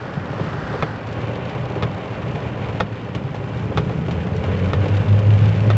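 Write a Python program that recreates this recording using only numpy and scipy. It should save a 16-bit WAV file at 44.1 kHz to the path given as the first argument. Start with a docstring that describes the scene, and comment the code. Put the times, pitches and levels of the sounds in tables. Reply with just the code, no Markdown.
"""Inside a small car that drives through town in heavy rain and then picks up speed.
Drops drum on the roof and patter on the windshield; the wipers knock about once a second
and flip softly in between. The tyres rumble over the wet road and through one puddle.
Speed raises the patter, the rumble and the engine note, which climbs until the cabin booms.
A phone's limiter turns everything down after the hardest knocks and recovers slowly."""
import sys
import numpy as np
from scipy import signal
from scipy.fft import rfft, irfft
from scipy.io import wavfile
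from scipy.ndimage import uniform_filter1d, minimum_filter1d

SR = 44100
rng = np.random.default_rng(int(sys.argv[2]) if len(sys.argv) > 2 else 0)


def waveform_to_disk(signal):
    """Save audio, clipped to [-1, 1], as 16-bit WAV at the path in sys.argv[1]."""
    frames = np.transpose(np.atleast_2d(signal))
    scaled = np.clip(frames, -1, 1) * 32767
    samples = np.round(scaled).astype(np.int16)
    wavfile.write(sys.argv[1], SR, samples)


N = 254448
TIME = np.arange(N) / SR

# A "colour" says how strong each pitch is in a sound.
# A "mode" is a note that a struck object rings at; it dies away by 60 dB in ring_s.

# how hard it rains: time_s, level_db
DOWNPOUR = [(0, -3.5), (.6, -0.7), (1.4, 0.5), (2.6, -0.06), (3, -1.3), (3.4, -2), (4.25, -3), (4.5, 0.45),
            (5.77, 0)]
# dull drumming on the roof: pitch_hz, level_db
ROOF_COLOUR = [(120, -13.5), (250, -7), (330, -5), (410, -1.5), (520, 0.6), (680, -3), (930, -7),
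               (1150, -8.5), (1700, -19), (2400, -20), (4000, -46), (8000, -60.5)]
# patter on the windshield: pitch_hz, level_db
GLASS_COLOUR = [(500, -15), (1400, 1.5), (2100, 1.5), (2900, 0.9), (3300, -8), (3700, -6.5), (4300, -12),
                (5200, -17), (7500, -26), (9000, -36)]
# one tick on the glass: pitch_hz, level_db
TICK_COLOUR = [(800, -14.5), (2000, 7), (3400, 1), (5000, -9), (8000, -19.5)]
# notes of the roof panel: pitch_hz, level_db, ring_s
ROOF_MODES = [(276, -11.5, 0.031), (340, -5.5, 0.11), (424, 9, 0.058), (456, 0, 0.04), (543, 3.5, 0.042),
              (720, 3.5, 0.034), (990, -5.5, 0.034)]
# single fat drops: start_s, plop_db, plop_hz, tick_db, tick_hz
FAT_DROPS = [(0.331, -20, 700, -35, 1800), (0.397, -15, 400, -38, 1810), (0.422, -24, 420, -43, 2000),
             (0.53, -23, 544, -34, 2000), (0.738, -13.5, 420, -35, 1800), (1.068, -30.5, 500, -35, 2200),
             (1.127, -33, 450, -36.5, 2800), (1.233, -22, 440, -40, 2000), (1.355, -32, 450, -38, 2400),
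             (1.55, -19.5, 350, -36, 2000), (1.652, -23, 430, -41, 2000), (1.762, -15.5, 430, -45, 2000),
             (1.804, -25, 520, -45, 2000), (2.262, -22, 300, -40, 2000), (2.356, -18.5, 670, -37, 2000),
             (2.687, -26, 460, -32.5, 2000), (3.345, -18.5, 420, -31.5, 2000), (3.72, -19, 469, -42, 2000),
             (3.895, -19, 793, -32, 1800), (4.083, -17, 479.7, -30, 2000), (4.265, -20.5, 442, -48, 2000),
             (4.365, -29, 446.2, -35, 2600), (4.44, -22, 500, -29, 2000), (4.837, -18, 479.5, -41, 2000),
             (4.858, -19, 520, -31.5, 2000), (4.883, -27, 500, -29, 2200), (5.01, -25, 500, -38, 2000),
             (5.19, -22, 500, -31.5, 2600), (5.305, -34, 499.6, -32, 2600), (5.337, -33, 500, -31.5, 2200)]

# wipers turning at the top: start_s, level_db, gap_s, second_blow_change_db, treble_db, thud_db
KNOCKS = [(0.8248, -1.5, 0.0061, -4.5, -3.5, -17), (1.825, -8.5, 0.0072, -1, 0, -9),
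          (2.8021, -6.5, 0.0043, 9, 0, -8.5), (3.7743, -3, 0.0072, -3.5, 0, -9.5),
          (4.7338, -4.8, .005, -10, 0, -6.5), (5.7026, -4.5, 0.0086, -8.5, 0.5, -14)]
# the crack of a wiper knock: pitch_hz, level_db
KNOCK_COLOUR = [(90, -13), (160, 11), (280, -8), (430, 8.5), (1200, -3), (1700, -7), (2400, -16.5),
                (3700, -11), (4400, -20), (6000, -29), (8000, -42.5)]
# notes of the wiper arm and the panel under it: pitch_hz, level_db, ring_s
WIPER_MODES = [(409, 7, 0.07), (687, 1.5, 0.062), (880, -2, 0.045), (1142, 4, 0.031), (1280, 10.5, 0.03),
               (1835, -0.5, 0.058), (2160, 3, 0.028), (2453, 1.5, 0.04), (3510, -0.5, 0.042),
               (3790, -8, 0.026)]
# low notes of the cabin's air and panels: pitch_hz, level_db, ring_s
CABIN_MODES = [(109, 1.5, 0.14), (151, 0, 0.11), (191, -7, 0.13)]
# blades flipping over at the foot of the windshield: start_s, level_db
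FLIPS = [(0.139, -33), (1.214, -31), (2.129, -45), (3.150, -21), (4.11, -24.5), (5.084, -29)]

# how often the engine fires; the car stays in one gear, so this also gives its speed: time_s, rate_hz
FIRING_RATE = [(0, 48.1), (.8, 52), (1.5, 60.5), (2.2, 63.1), (2.9, 55.75), (3.45, 67.07), (3.65, 70.57),
               (4, 80.65), (4.5, 89.55), (4.78, 97.18), (5, 101.2), (5.35, 104.3), (5.77, 106.8)]
# the engine's higher tones: multiple_of_firing_rate, level_db
OVERTONES = [(1.5, -8), (1.75, -10), (2, 0), (2.5, -10), (3, -6), (3.5, -16), (4, -8), (4.5, -12),
             (5, -7.5), (5.5, -11.5), (6, -14)]
# how well each pitch gets from the engine into the cabin: pitch_hz, gain_db
ENGINE_PATH = [(70, -10.5), (110, 1), (124, 1.5), (138, -1.5), (166, 2), (185, 0.5), (210, -5.5), (235, -2),
               (255, -6), (280, 1.5), (312, -1), (335, -9.5), (380, -12), (405, -1), (438, 5), (465, -0.5),
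               (510, 6), (565, 6.5), (680, -1)]
# brief dips in the boom: middle_s, half_length_s, depth_db
BOOM_DIPS = [(4.73, .024, -8), (4.872, .022, -17), (5.054, .022, -15), (5.225, 0.028, -6),
             (5.392, .016, -4), (5.551, .025, -18), (5.62, .03, -6), (5.724, 0.012, -3.5)]

# tyre rumble: pitch_hz, level_db
ROAD_COLOUR = [(15, -44.5), (32, -38.5), (45, -24.5), (58, -11), (75, -4), (108, 3), (135, 0.3),
               (170, -2.1), (205, -6), (240, -12), (320, -13.5), (500, -20.5), (1000, -55)]
# deep shudder of the car's body: pitch_hz, level_db
SHUDDER_COLOUR = [(12, -27), (30, -3.5), (44, 7.5), (70, 14.5), (120, -41.5)]
# what the roughness of the road adds to the rumble: time_s, gain_db
ROAD_ROUGHNESS = [(0, -4), (.4, 2.5), (1.1, -3), (1.5, -1.5), (2, -2), (2.4, 1), (2.75, 3), (3, -0.5),
                  (3.7, 2.5), (4.4, 0), (5.77, 0.5)]
# bumps in the road: start_s, level_db, pitch_hz, swell_s
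BUMPS = [(0.173, -13.5, 137, 0.0063), (0.294, -22, 130, 0.012), (0.41, -17, 124, 0.0066),
         (0.634, -24, 73, 0.01), (1.231, -18.5, 117.6, 0.012), (1.548, -19.5, 120, 0.016),
         (2.256, -21.5, 166, 0.005), (2.342, -16.5, 140, 0.0096), (2.687, -22, 104, 0.027),
         (3.243, -17, 121.2, 0.0081)]
# water thrown up by the tyres: pitch_hz, level_db
SPRAY_COLOUR = [(150, -7.5), (270, 3), (390, -1.5), (560, -14), (800, -5.5), (1050, -0.5), (1500, -2),
                (1880, -4), (2300, -21), (3300, -21.5), (4500, -19), (8000, -35.5)]
# pitches that the cabin lifts or weakens in every sound: pitch_hz, gain_db
CABIN_COLOUR = [(225, -0.5), (255, -1), (290, 0), (345, -1.5), (400, 2.5), (450, 0.4), (500, 0.37),
                (580, -2), (850, -0.1), (945, -2.5), (1020, 0.5), (1300, 0.74), (3050, 0.4), (3370, -0.5),
                (3560, -1), (3900, -2.5), (4700, -1.5), (6800, -1.7), (7900, -2)]


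def rain():
    """Drops drum dully through the roof lining and patter crisply on the glass, all in flurries."""
    downpour_db = curve(DOWNPOUR)
    roof_db = downpour_db + by_speed(-30.5, db_per_doubling=-1)
    glass_db = downpour_db + by_speed(-41.5, db_per_doubling=3.5)
    flurry = walk(16)
    roof = shower(ROOF_COLOUR, per_s=1500, spread_db=2, ring_s=0.062, click_db=-7)
    patter = shower(GLASS_COLOUR, per_s=2600, spread_db=3.5, ring_s=0.029, click_db=-3)
    spatter = shower(tick_colour(2320), per_s=170, spread_db=4.5, ring_s=0.03, click_db=-5.5)
    glass = patter + undb(-10) * spatter
    return roof * undb(roof_db + 0.23 * flurry) + glass * undb(glass_db + 1.1 * flurry)


def fat_drops():
    """Large drops stand out: a plop that rings one spot of the roof, and a tick from the glass."""
    out = np.zeros(N)
    for start_s, plop_db, plop_hz, tick_db, tick_hz in FAT_DROPS:
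        spot_colour = [(hz, db + spot_db(hz, plop_hz)) for hz, db in ROOF_COLOUR]
        spot_modes = [(hz, db + spot_db(hz, plop_hz), ring_s) for hz, db, ring_s in ROOF_MODES]
        plop = hit(impact(ring_s=0.094, click_db=-10.5), spot_colour)
        plop += undb(-5) * ring(spot_modes, scatter=0.023)
        tick = hit(impact(ring_s=0.052, click_db=-11), tick_colour(tick_hz))
        add(out, start_s, undb(plop_db) * plop + undb(tick_db) * tick)
    return out


def spot_db(hz, pitch_hz):
    """A spot on the roof answers 5 dB more weakly for each octave away from its own pitch."""
    return -5 * abs(np.log2(hz / pitch_hz))


def tick_colour(pitch_hz, usual_hz=1900):
    """The colour of a tick on the glass, shifted to the pitch of the spot that is hit."""
    return [(hz * pitch_hz / usual_hz, db) for hz, db in TICK_COLOUR]


def wipers():
    """Loose joints knock twice at each upper turn: the arm rings and the cabin thuds."""
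    thud_lag_s, rebound_s, rebound_db = 0.0049, 0.031, -4.5
    out = np.zeros(N)
    for start_s, db, gap_s, second_change_db, treble_db, thud_db in KNOCKS:
        treble_tilt = [(2200, 0), (2680, treble_db)]  # pitch_hz, gain_db
        for delay_s, blow_db in ((0, db), (gap_s, db + second_change_db)):
            crack = hit(impact(ring_s=0.081, click_db=-10), KNOCK_COLOUR)
            knock = undb(-7.5) * crack + undb(-5) * ring(WIPER_MODES, scatter=0.0058)
            add(out, start_s + delay_s, undb(blow_db) * colour(knock, treble_tilt))
        add(out, start_s + thud_lag_s, undb(thud_db) * cabin_thud())
        # the arm bounces back and thuds again, more softly
        add(out, start_s + rebound_s, undb(thud_db + rebound_db) * cabin_thud())
    return out


def cabin_thud():
    """A jolt rings the cabin's low notes; air leaks out, so the deepest bass is lost."""
    return cut_bass(ring(CABIN_MODES, scatter=0.012), hz=65, order=2)


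def blade_flips():
    """At the lower turn the rubber blades flip over: a light tick on the glass, a dull tap in the body."""
    out = np.zeros(N)
    for start_s, db in FLIPS:
        tap = impact(ring_s=0.086, click_db=-7.5)
        flip = hit(tap, TICK_COLOUR) + undb(4) * hit(tap, ROOF_COLOUR)
        add(out, start_s, undb(db) * flip)
    return out


def engine():
    """The firings make a low note with rough, muffled overtones that grow as the engine speeds up."""
    coasting_db, throttle_db_per_hz_per_s = -37, 0.2151
    firing_hz = curve(FIRING_RATE)
    climb_hz_per_s = uniform_filter1d(np.maximum(np.gradient(firing_hz) * SR, 0), size=SR // 4)
    overtones_db = coasting_db + throttle_db_per_hz_per_s * climb_hz_per_s
    boom_db = cabin_boom_db(firing_hz)
    wavering_hz = firing_hz * (1 + 0.002 * walk(29.87))
    phase = 2 * np.pi * np.cumsum(wavering_hz) / SR
    path_hz, path_db = np.transpose(ENGINE_PATH)
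    overtones = np.zeros(N)
    for multiple, db in OVERTONES:
        gain = undb(db + np.interp(multiple * firing_hz, path_hz, path_db))
        flutter = 1 + 0.35 * walk(40)  # no two firings are alike
        overtones += gain * flutter * np.sin(multiple * phase + 2 * np.pi * rng.random())
    return np.sqrt(2) * (undb(boom_db) * np.sin(phase) + undb(overtones_db) * overtones)


def cabin_boom_db(firing_hz):
    """The engine note swells as it nears the cabin's own pitch; it wavers and now and then dips."""
    cabin_hz, width_hz, base_db = 102.8, 21, -12
    resonance_db = -20 * np.log10(1 + (2 * (firing_hz - cabin_hz) / width_hz) ** 2)
    drive_db = 22.5 * np.log2(firing_hz / cabin_hz)  # a faster engine pushes harder
    dips_db = sum(db * np.exp(-((TIME - middle_s) / half_s) ** 2) for middle_s, half_s, db in BOOM_DIPS)
    waver_db = walk(24)
    return base_db + drive_db + resonance_db + dips_db + waver_db


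def road():
    """Tyres rumble through the floor and thump on bumps; speed raises the body's shudder most of all."""
    rumble = shower(ROAD_COLOUR, per_s=900, spread_db=2.5, ring_s=0.017, click_db=0)
    shudder = unit(colour(rng.standard_normal(N), SHUDDER_COLOUR))
    rumble_db = by_speed(-27, db_per_doubling=7) + curve(ROAD_ROUGHNESS) + 0.38 * walk(8.2)
    shudder_db = by_speed(-54, db_per_doubling=21.5) + 2 * walk(13)
    out = rumble * undb(rumble_db) + shudder * undb(shudder_db)
    for start_s, db, pitch_hz, swell_s in BUMPS:
        add(out, start_s, undb(db) * bump(pitch_hz, swell_s))
    return out


def bump(pitch_hz, swell_s, size=8192):
    """A tyre rolls over a bump: a soft push on the floor that swells and quickly dies."""
    t = TIME[:size]
    swell = (t / swell_s * np.exp(1 - t / swell_s)) ** 2
    return swell * np.sin(2 * np.pi * pitch_hz * t)


def spray():
    """Water from the wet road sloshes unevenly under the floor and swells in one puddle."""
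    wet_road_db, puddle_db, puddle_s = -46, -32.5, 0.85
    rise_db_per_s, fall_db_per_s = 7.5, 36
    below_peak_db = np.maximum(rise_db_per_s * (puddle_s - TIME), fall_db_per_s * (TIME - puddle_s))
    spray_db = np.maximum(puddle_db - below_peak_db, wet_road_db)
    wash = shower(SPRAY_COLOUR, per_s=7400, spread_db=2, ring_s=0.012, click_db=-13)
    return wash * undb(spray_db + walk(10))


def shower(points, per_s, spread_db, ring_s, click_db, spots=6):
    """Many small hits land at random on several spots, each ringing in its own way."""
    out = np.zeros(N)
    for _ in range(spots):
        landings = np.flatnonzero(rng.random(N) < per_s / spots / SR)
        size, side = rng.random((2, N))[:, landings]
        weight = np.minimum(-np.log(1 - size), 4)  # most are small, a few much larger
        hits = np.zeros(N)
        hits[landings] = undb(spread_db * weight) * np.sign(side - 0.5)
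        out += signal.oaconvolve(hits, impact(ring_s, click_db))[:N]
    return unit(colour(out, points))


def impact(ring_s, click_db):
    """A click, then the noisy ringing of a panel, with a total energy of 1."""
    decay = fade(ring_s)
    sound = decay * rng.standard_normal(len(decay))
    sound /= np.linalg.norm(sound)
    sound[0] += undb(click_db)
    return sound / np.linalg.norm(sound)


def ring(modes, scatter, size=8192):
    """The fading notes of a struck object, tuned a little differently on every blow, with peak 1."""
    out = np.zeros(size)
    for hz, db, ring_s in modes:
        pitch_hz = hz * (1 + scatter * rng.standard_normal())
        out += undb(db) * fade(ring_s, size) * np.sin(2 * np.pi * pitch_hz * TIME[:size])
    return out / np.abs(out).max()


def hit(x, points):
    """Colour a short sound and scale it by its energy so that it peaks near 1."""
    return unit(colour(x, points)) / 10


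def fade(ring_s, size=8192):
    """A fade that falls by 60 dB in ring_s."""
    return np.exp(-np.log(1000) * TIME[:size] / ring_s)


def by_speed(cruise_db, db_per_doubling, cruise_hz=60):
    """A level that changes by a set step each time the car's speed doubles."""
    return cruise_db + db_per_doubling * np.log2(curve(FIRING_RATE) / cruise_hz)


def walk(per_s):
    """A smooth random wobble of strength 1 that heads for a new value per_s times a second."""
    hold = int(SR / per_s)
    steps = np.repeat(rng.standard_normal(N // hold + 1), hold)
    return unit(uniform_filter1d(uniform_filter1d(steps, hold), hold)[:N])


def colour(x, points, size=16384):
    """Lift or weaken each pitch of a sound, following points of pitch_hz, gain_db."""
    hz, db = np.transpose(points)
    bins_hz = np.maximum(np.arange(size // 2 + 1) * SR / size, 1)
    gain = undb(np.interp(np.log(bins_hz), np.log(hz), db))
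    # folding the cepstrum makes the filter ring only after a hit, never before it
    cepstrum = irfft(np.log(gain))
    cepstrum[1:size // 2] *= 2
    cepstrum[size // 2 + 1:] = 0
    response = irfft(np.exp(rfft(cepstrum)))[:size // 2]
    return signal.oaconvolve(x, response)[:len(x)]


def cut_bass(x, hz, order):
    """Weaken the sound below hz; a higher order cuts more steeply."""
    return signal.sosfilt(signal.butter(order, hz, "high", fs=SR, output="sos"), x)


def cut_treble(x, hz, cut_db):
    """Steeply turn down the sound above hz, by cut_db or more."""
    return signal.sosfilt(signal.ellip(8, 0.2, cut_db, hz, fs=SR, output="sos"), x)


def curve(table):
    """Join rows of time_s, value with straight lines."""
    return np.interp(TIME, *np.transpose(table))


def add(track, start_s, sound):
    """Mix a sound into a track at a given time."""
    i = max(int(start_s * SR), 0)
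    track[i:i + len(sound)] += sound[:N - i]


def unit(x):
    """Scale to an average strength (rms) of 1."""
    return x / np.sqrt(np.mean(x ** 2))


def undb(db):
    """Turn decibels into a number to multiply by."""
    return 10 ** (np.asarray(db) / 20)


def scene():
    """Everything meets at one microphone behind the windshield, coloured by the cabin."""
    mix = rain() + spray() + fat_drops() + wipers() + blade_flips() + road() + engine()
    return colour(mix, CABIN_COLOUR)[None]


def record(dry):
    """The phone's limiter turns loud peaks down and recovers slowly; little of the top treble is kept."""
    limit_db, recovery_db_per_s, attack_s = -5.5, 4.5, 0.0017
    ceiling_db, hold_s = -5, 0.00087
    sensed = cut_bass(dry[0], hz=370, order=1)  # the limiter listens less to the bass
    over_db = 20 * np.log10(np.maximum(np.abs(sensed) / undb(limit_db), 1))
    recovered_db = recovery_db_per_s * TIME
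    gain_db = recovered_db - np.maximum.accumulate(over_db + recovered_db)
    lag = np.exp(-1 / (attack_s * SR))
    limited = dry * undb(signal.lfilter([1 - lag], [1, -lag], gain_db))
    # a quick second stage catches the peaks that slip through
    hold = int(hold_s * SR)
    quick_gain = 1 / np.maximum(np.abs(limited) / undb(ceiling_db), 1)
    held = limited * uniform_filter1d(minimum_filter1d(quick_gain, hold), hold)
    dulled = cut_treble(held, hz=7750, cut_db=27)
    return cut_treble(dulled, hz=15500, cut_db=70)


dry = scene()
out = record(dry)
waveform_to_disk(out)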